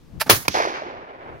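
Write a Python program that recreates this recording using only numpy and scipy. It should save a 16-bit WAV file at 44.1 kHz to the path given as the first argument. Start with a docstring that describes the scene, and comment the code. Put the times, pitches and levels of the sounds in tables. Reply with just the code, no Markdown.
"""Flintlock shot in a meadow

Flint scrapes steel, the priming puffs, and the charge sends out a shock wave that overloads a nearby
microphone; gas hisses out after it. A hard surface slaps the report back, the edge of a wood scatters it
trunk by trunk, and a far slope rumbles last. A light wind brushes the microphone."""
import sys
import numpy as np
from scipy import signal
from scipy.fft import rfft, irfft, next_fast_len
from scipy.io import wavfile

SR = 44100
rng = np.random.default_rng(int(sys.argv[2]) if len(sys.argv) > 2 else 0)


def put_to_file(sound):
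    """Save the sound as 16-bit audio at rate SR, in the file named by the first command-line argument."""
    columns = np.atleast_2d(sound).T  # one column per channel
    safe = np.clip(columns, -1, 1)
    whole_steps = np.round(safe * 32767)
    wavfile.write(sys.argv[1], SR, whole_steps.astype(np.int16))


N = 61739

# noise bursts: start/s, attack/s, hold/s, t60/s, level/dB
FLINT = (.197, .014, .003, .07, -23)
FRIZZEN = (.2105, .003, .005, .045, -23)
FIZZ = (.232, .01, .04, .04, -50)
PRIMING = (.259, .008, .014, .07, -33)
VENT = (.2922, .003, .002, .02, -19)
BLAST = (.2972, .0006, .009, .135, -6)
CRACK = (.2975, .0002, .001, .012, -5.5)
THUMP = (.302, .013, .005, .27, -25.5)
GAS = (.31, .02, .033, .16, -23.5)
HISS = (.35, .02, .06, .2, -37)
LOCK_ECHO = (.447, .007, .005, .05, -34)
SLAP = (.4803, .0012, .0029, .009, -10)
SLAP_THUMP = (.4805, .002, .004, .12, -30)
SLAP_TAIL = (.483, .002, .002, .08, -26)
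BRUSH = (.49, .028, .03, .1, -33.5)
HOLLOW = (.645, .015, .03, .2, -32)
DEEP_WOOD = (.724, .022, .022, .28, -32)

# spectra of wind and background hiss: f/Hz, relative level/dB
WIND_SPECTRUM = [(20, -12), (70, 0), (140, -2), (300, -14), (600, -22), (2000, -42), (8000, -75)]
AIR_SPECTRUM = [(30, 0), (70, -1), (150, 0), (300, -7), (600, -18), (1500, -24), (4000, -28), (6000, -31),
                (8000, -37), (11000, -38), (15000, -40)]
# spectra of the lock and its priming: f/Hz, relative level/dB
FLINT_SPECTRUM = [(300, -36), (900, -10), (1500, -1), (2400, -1), (3400, -5), (4500, -2), (5300, -3),
                  (6500, -11), (8000, -14), (11000, -5), (15000, -12)]
FRIZZEN_SPECTRUM = [(250, -36), (450, -28), (610, 0), (760, -8), (900, 2), (1100, -8), (1600, -2),
                    (2400, -9), (3400, -11), (5000, -8), (6500, -15), (8000, -20), (11000, -8),
                    (15000, -14)]
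PRIMING_SPECTRUM = [(100, -7), (250, 0), (500, -6), (800, -3), (1600, -9), (3000, -19), (5500, -21),
                    (8000, -29), (11000, -26), (15000, -29)]
# spectra of the discharge: f/Hz, relative level/dB
VENT_SPECTRUM = [(100, -14), (350, 0), (1000, 0), (1800, -5), (3000, -9), (4500, -2), (6200, -3),
                 (8000, -18), (11000, -15), (15000, -20)]
BLAST_SPECTRUM = [(40, -20), (100, -8), (200, -4), (360, 2.5), (560, -3), (800, -6), (1100, 3),
                  (1900, -2.5), (2500, -1), (4000, -4), (6500, -7), (7800, -21), (9300, -8), (10500, -7),
                  (15000, -8.5)]
CRACK_SPECTRUM = [(200, -14), (1200, 0), (5500, 0), (7800, -12), (10000, -3), (15000, -4)]
THUMP_SPECTRUM = [(25, -22), (60, -10), (105, 1), (200, -6), (350, -15), (800, -40), (3000, -70)]
GAS_SPECTRUM = [(300, 0), (600, -4), (900, -1), (1800, 0), (2700, -8), (4500, -3), (6500, -3), (8000, -11),
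                (9800, -3), (12000, -2), (15000, -4)]
# spectra of the near echoes: f/Hz, relative level/dB
SLAP_SPECTRUM = [(50, -14), (130, -4), (330, 4), (500, -4), (780, -5), (1000, 2), (1500, -4), (2200, -3),
                 (2500, -2), (3050, -9), (3800, -8), (5000, -5), (6200, -7), (8000, -21), (11000, -14.5),
                 (15000, -20)]
SLAP_THUMP_SPECTRUM = [(25, -18), (70, -4), (130, -1), (200, 0), (370, -9), (800, -40), (3000, -70)]
BRUSH_SPECTRUM = [(300, -10), (1000, -8), (2500, -2), (4500, 0), (6300, 0), (8000, -22), (10000, -16),
                  (15000, -24)]
# spectra of the echoes from trees and slope: f/Hz, relative level/dB
WOOD_SPECTRUM = [(50, -20), (130, -14), (220, -20), (330, -5), (600, -3), (850, 2), (1150, 0), (1600, -3),
                 (2300, -5.5), (2900, -13), (4500, -13), (6300, -15.5), (7800, -40), (10000, -30),
                 (12000, -32), (15000, -49)]
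TRUNK_SPECTRUM = [(100, -30), (250, -15), (400, -4), (750, 0), (1150, -1), (2200, -11), (5000, -25),
                  (8000, -52), (15000, -75)]
SLOPE_SPECTRUM = [(40, -18), (180, -14), (330, -1), (700, 0), (1100, -5), (2200, -13), (3200, -25),
                  (5500, -39), (8000, -62), (15000, -75)]
HOLLOW_SPECTRUM = [(100, -28), (220, -18), (300, 0), (360, -2), (500, -9), (800, -10), (1500, -28),
                   (6000, -60)]
DEEP_SPECTRUM = [(100, -25), (320, -2), (700, 0), (2300, -2), (3000, -11), (4500, -15), (6300, -21),
                 (8000, -46), (15000, -65)]

# gusts of wind: t/s, level/dB
WIND_LEVEL = [(0, -59), (.08, -51), (.12, -44), (.178, -37), (.2, -48), (.3, -52), (.8, -60), (.98, -52),
              (1.15, -64), (1.33, -46), (1.4, -50)]
# background hiss, sinking after the shot and creeping back: t/s, level/dB
AIR_LEVEL = [(0, -51), (.28, -49.5), (.4, -65), (1.0, -65), (1.2, -61), (1.4, -53)]
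# impacts of flint and frizzen: t/s, relative level/dB
LOCK_CONTACTS = [(.2082, -11), (.2128, -1), (.2174, -2), (.2262, -14)]
# modes of lock and stock: f/Hz, relative level/dB, t60/s
STOCK_MODES = [(620, -21, .03), (895, -18, .023), (1370, -24, .03), (1620, -24, .025), (1730, -22, .025),
               (2370, -32, .04), (5130, -29, .04), (11500, -30, .04)]
# reflections of the shock from the ground and things close by: t/s, level/dB
SHOCK_REBOUNDS = [(.3036, -10), (.3085, -7.5), (.3106, -6), (.3192, -11), (.3303, -10)]
# damped tones in the slap: t/s, f/Hz, level/dB, t60/s
SLAP_RINGS = [(.4816, 2520, -11, .008), (.4824, 360, -13, .014)]
# decay of the wood's echo: f/Hz, t60/s
WOOD_DECAY = [(100, .9), (500, 1.0), (1800, .83), (4500, .66), (10000, .53), (15000, .33)]
# strong echoes from single trunks: t/s, relative level/dB, f/Hz
TRUNK_ECHOES = [(.5435, -25, 400), (.5512, -15.5, 790), (.5655, -21, 950), (.5705, -20, 420),
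                (.5905, -22, 1100), (.6018, -15, 690), (.604, -22, 380), (.626, -23, 740), (.651, -23, 740),
                (.672, -24, 640), (.820, -28, 640), (.835, -32, 460), (.8645, -30.5, 370), (.869, -34, 560),
                (.882, -36, 390), (.9015, -31.5, 590), (.9088, -31.5, 540), (.94, -36, 640),
                (.949, -36, 380)]
# contour of the far rumble: t/s, relative level/dB
SLOPE_LEVEL = [(.55, -60), (.75, -40.5), (.9, -37.5), (1.0, -38.5), (1.16, -42.5), (1.24, -40),
               (1.3, -37.5), (1.35, -38.5), (1.4, -43)]
# decay of the far rumble, whose treble fades with distance: f/Hz, t60/s
SLOPE_DECAY = [(100, 30), (700, 30), (2000, 10), (4500, 2.6), (9000, 3)]

ECHO_LAG_S, PAN_DB = .00038, -2.4  # the right microphone port hears the wood earlier and louder
TOP_HZ = 15750


def undb(db):
    """Amplitude ratio of a level in decibels."""
    return 10 ** (np.asarray(db) / 20)


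def clock():
    """Time of every sample."""
    return np.arange(N) / SR


def curve(points):
    """Gain interpolated along (t/s, level/dB) points."""
    return undb(np.interp(clock(), *np.array(points).T))


def at_hz(points, hz):
    """Interpolation of (f/Hz, value) points on a log-frequency axis."""
    freqs, values = np.array(points, float).T
    return np.interp(np.log(hz + 1e-9), np.log(freqs), values)


def pan(db):
    """Level difference between the ports; positive favours the left."""
    return undb(np.array([[db], [-db]]) / 2)


def colour(x, spectrum):
    """Minimum-phase filter; white noise keeps its power, counted below TOP_HZ."""
    size = 2 * next_fast_len(N)
    hz = np.fft.rfftfreq(size, 1 / SR)
    gain = undb(at_hz(spectrum, hz))
    gain /= np.sqrt(np.mean(gain ** 2 * (hz < TOP_HZ)))
    cepstrum = irfft(np.log(gain))
    cepstrum[1:size // 2] *= 2  # folding onto positive time makes the filter causal
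    cepstrum[size // 2 + 1:] = 0
    return irfft(rfft(x, size) * np.exp(rfft(cepstrum)), size)[..., :N]


def ports(lag_s, shared, pan_db):
    """Partly coherent noise at two ports; the shared part reaches the left one late."""
    common = rng.standard_normal(N)
    delay = np.exp(-2j * np.pi * np.fft.rfftfreq(N, 1 / SR) * lag_s)
    coherent = np.array([irfft(rfft(common) * delay, N), common])
    diffuse = rng.standard_normal((2, N))
    return (np.sqrt(shared) * coherent + np.sqrt(1 - shared) * diffuse) * pan(pan_db)


def envelope(start, attack, hold, t60):
    """Linear attack, hold and exponential decay."""
    t = clock() - start
    return np.clip(t / attack, 0, 1) * np.exp(-np.log(1000) * np.maximum(t - attack - hold, 0) / t60)


def burst(row, spectrum, lag_s, shared, pan_db):
    """Transient noise, as of turbulence or friction, shaped in time and then filtered."""
    *timing, db = row
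    return undb(db) * colour(ports(lag_s, shared, pan_db) * envelope(*timing), spectrum)


def n_wave(start, length_s):
    """N-wave of a shock: pressure jumps up, ramps below zero and snaps back."""
    u = (clock() - start) / length_s
    return (1 - 2 * u) * ((u > 0) & (u < 1))


def knock(start, hz, db, attack, t60):
    """An echo as a damped sinusoid that reaches the right port first."""
    pair = [np.sin(2 * np.pi * hz * (clock() - s)) * envelope(s, attack, 0, t60)
            for s in (start + ECHO_LAG_S, start)]
    return undb(db) * np.array(pair) * pan(PAN_DB)


def fade(x, t60s, age):
    """Frequency-dependent absorption: each octave band decays at its own rate."""
    octave = np.log2(np.clip(np.fft.rfftfreq(N, 1 / SR), 125, 16000) / 125)
    spectrum, out = rfft(x), 0
    for k in range(8):
        band = irfft(spectrum * np.maximum(1 - abs(octave - k), 0), N)
        out += band * np.exp(-np.log(1000) * age / at_hz(t60s, 125 * 2 ** k))
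    return out


def scatter(spread_s, pan_db, per_s=6000, spread_db=3, count=16000):
    """Diffuse scattering: small echoes of random time, strength and direction."""
    when, chance = rng.random((count, 2)).T
    sign, strength, angle = rng.standard_normal((count, 3)).T
    heights = np.sign(sign) * undb(spread_db * strength) * (chance < per_s * N / SR / count)
    right = (when * N).astype(int)
    left = right + np.round((ECHO_LAG_S + spread_s * angle) * SR).astype(int)
    echoes = np.array([np.bincount(i % N, heights, N) for i in (left, right)])
    return echoes / echoes.std() * pan(pan_db)


def breeze():
    """Turbulent pressure buffets the ports, mostly the left, over the faint hiss of the meadow."""
    wind = colour(ports(lag_s=0, shared=.2, pan_db=8), WIND_SPECTRUM)
    air = colour(ports(lag_s=0, shared=.4, pan_db=1.5), AIR_SPECTRUM)
    return wind * curve(WIND_LEVEL) + air * curve(AIR_LEVEL)


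def lock():
    """Friction and combustion: flint scrapes, the frizzen snaps open, the priming fizzes and flares."""
    return (burst(FLINT, FLINT_SPECTRUM, lag_s=0, shared=.55, pan_db=-4.5)
            + burst(FRIZZEN, FRIZZEN_SPECTRUM, lag_s=0, shared=.75, pan_db=-4)
            + burst(FIZZ, GAS_SPECTRUM, lag_s=0, shared=.5, pan_db=-3)
            + burst(PRIMING, PRIMING_SPECTRUM, lag_s=0, shared=.8, pan_db=-3.5))


def stock(attack_s=.0016):
    """Impact excitation: metal contacts tick and ring the modes of the lock and its wooden stock."""
    out = 0
    for start, db in LOCK_CONTACTS:
        t = clock() - start
        ring = sum(undb(level) * np.sin(2 * np.pi * hz * t) * envelope(start, attack_s, 0, t60)
                   for hz, level, t60 in STOCK_MODES)
        tick = burst((start, .0002, .0003, .007, -13.5), FLINT_SPECTRUM, lag_s=0, shared=.6, pan_db=-5)
        out += undb(db) * (tick + ring * pan(PAN_DB))
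    return out


def shot():
    """Sudden expansion of gas: the vent spits, a shock leaves the muzzle, turbulence roars and hisses."""
    front = undb(4) * n_wave(start=.2969, length_s=.0012)
    rebounds = sum(undb(db) * n_wave(s, length_s=.0017) for s, db in SHOCK_REBOUNDS)
    low_cut = signal.butter(2, 260, "high", fs=SR, output="sos")  # the microphone loses the shock's bass
    return (signal.sosfilt(low_cut, front + rebounds)
            + burst(VENT, VENT_SPECTRUM, lag_s=0, shared=.4, pan_db=-2)
            + burst(BLAST, BLAST_SPECTRUM, lag_s=.0002, shared=.2, pan_db=-.5)
            + burst(CRACK, CRACK_SPECTRUM, lag_s=0, shared=.7, pan_db=-.5)
            + burst(THUMP, THUMP_SPECTRUM, lag_s=.0002, shared=.7, pan_db=-2.5)
            + burst(GAS, GAS_SPECTRUM, lag_s=.00027, shared=.3, pan_db=-3)
            + burst(HISS, GAS_SPECTRUM, lag_s=.00027, shared=.3, pan_db=-3))


def near_echoes(lag_s=.00034):
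    """Early reflections: the lock's click off the wood, the report off a hard surface and low brush."""
    return (burst(LOCK_ECHO, WOOD_SPECTRUM, ECHO_LAG_S, shared=.7, pan_db=-3)
            + burst(SLAP, SLAP_SPECTRUM, lag_s, shared=.65, pan_db=-4)
            + burst(SLAP_THUMP, SLAP_THUMP_SPECTRUM, lag_s, shared=.8, pan_db=-6)
            + sum(knock(s, hz, db, attack=.001, t60=t60) for s, hz, db, t60 in SLAP_RINGS)
            + burst(SLAP_TAIL, SLAP_SPECTRUM, lag_s, shared=.5, pan_db=-3)
            + burst(BRUSH, BRUSH_SPECTRUM, lag_s, shared=.4, pan_db=-4))


def wood(start_s=.537, attack_s=.009, hold_s=.035):
    """Backscatter from the tree line: a dense echo that dulls as it comes from deeper in."""
    rise = np.clip((clock() - start_s) / attack_s, 0, 1)
    age = np.maximum(clock() - start_s - attack_s - hold_s, 0)
    echoes = colour(scatter(spread_s=.00004, pan_db=PAN_DB) * rise, WOOD_SPECTRUM)
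    return undb(-20.5) * fade(echoes, WOOD_DECAY, age)


def slope(start_s=.537, clumps_per_s=45, clump_db=1.3, count=200):
    """Long-path scattering: distant wooded ground keeps the report rolling and swells once more."""
    clumps = undb(clump_db * np.interp(clock() * clumps_per_s, np.arange(count), rng.normal(size=count)))
    roll = colour(scatter(spread_s=.00012, pan_db=-.8) * clumps, SLOPE_SPECTRUM)
    age = np.maximum(clock(), start_s) - 1.25  # brighter than SLOPE_SPECTRUM before 1.25 s, duller after
    return fade(roll, SLOPE_DECAY, age) * curve(SLOPE_LEVEL) * (clock() > start_s)


def trunks():
    """Discrete reflection: each big trunk returns a dulled shock, a thud and a little scatter."""
    shocks = np.array([sum(undb(db) * n_wave(s + lag, length_s=.0012) for s, db, _ in TRUNK_ECHOES)
                       for lag in (ECHO_LAG_S, 0)])
    tails = sum(undb(db) * envelope(s, attack=.0005, hold=.001, t60=.022) for s, db, _ in TRUNK_ECHOES)
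    bark_scatter = ports(ECHO_LAG_S, shared=.9, pan_db=0) * tails
    dulled = colour(undb(-6) * shocks + undb(-5.5) * bark_scatter, TRUNK_SPECTRUM)
    thuds = sum(knock(s, hz, db + 2, attack=.0018, t60=.03) for s, db, hz in TRUNK_ECHOES)
    return thuds + dulled * pan(PAN_DB)


def deep_wood():
    """Propagation delay: trees further in answer later, first hollow and low, then in a broad swell."""
    return (burst(HOLLOW, HOLLOW_SPECTRUM, lag_s=.00036, shared=.85, pan_db=-2)
            + burst(DEEP_WOOD, DEEP_SPECTRUM, lag_s=.00043, shared=.35, pan_db=-1))


def scene():
    """Superposition of wind, lock, shot and echoes in the open air."""
    direct = breeze() + lock() + stock() + shot()
    return direct + near_echoes() + wood() + slope() + trunks() + deep_wood()


def record(dry):
    """Overload and band limiting: the microphone clips the blast and cuts the top."""
    low_pass = signal.ellip(10, .2, 70, TOP_HZ, fs=SR, output="sos")
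    return signal.sosfilt(low_pass, np.clip(dry, -1, 1))


dry = scene()
out = record(dry)
put_to_file(out)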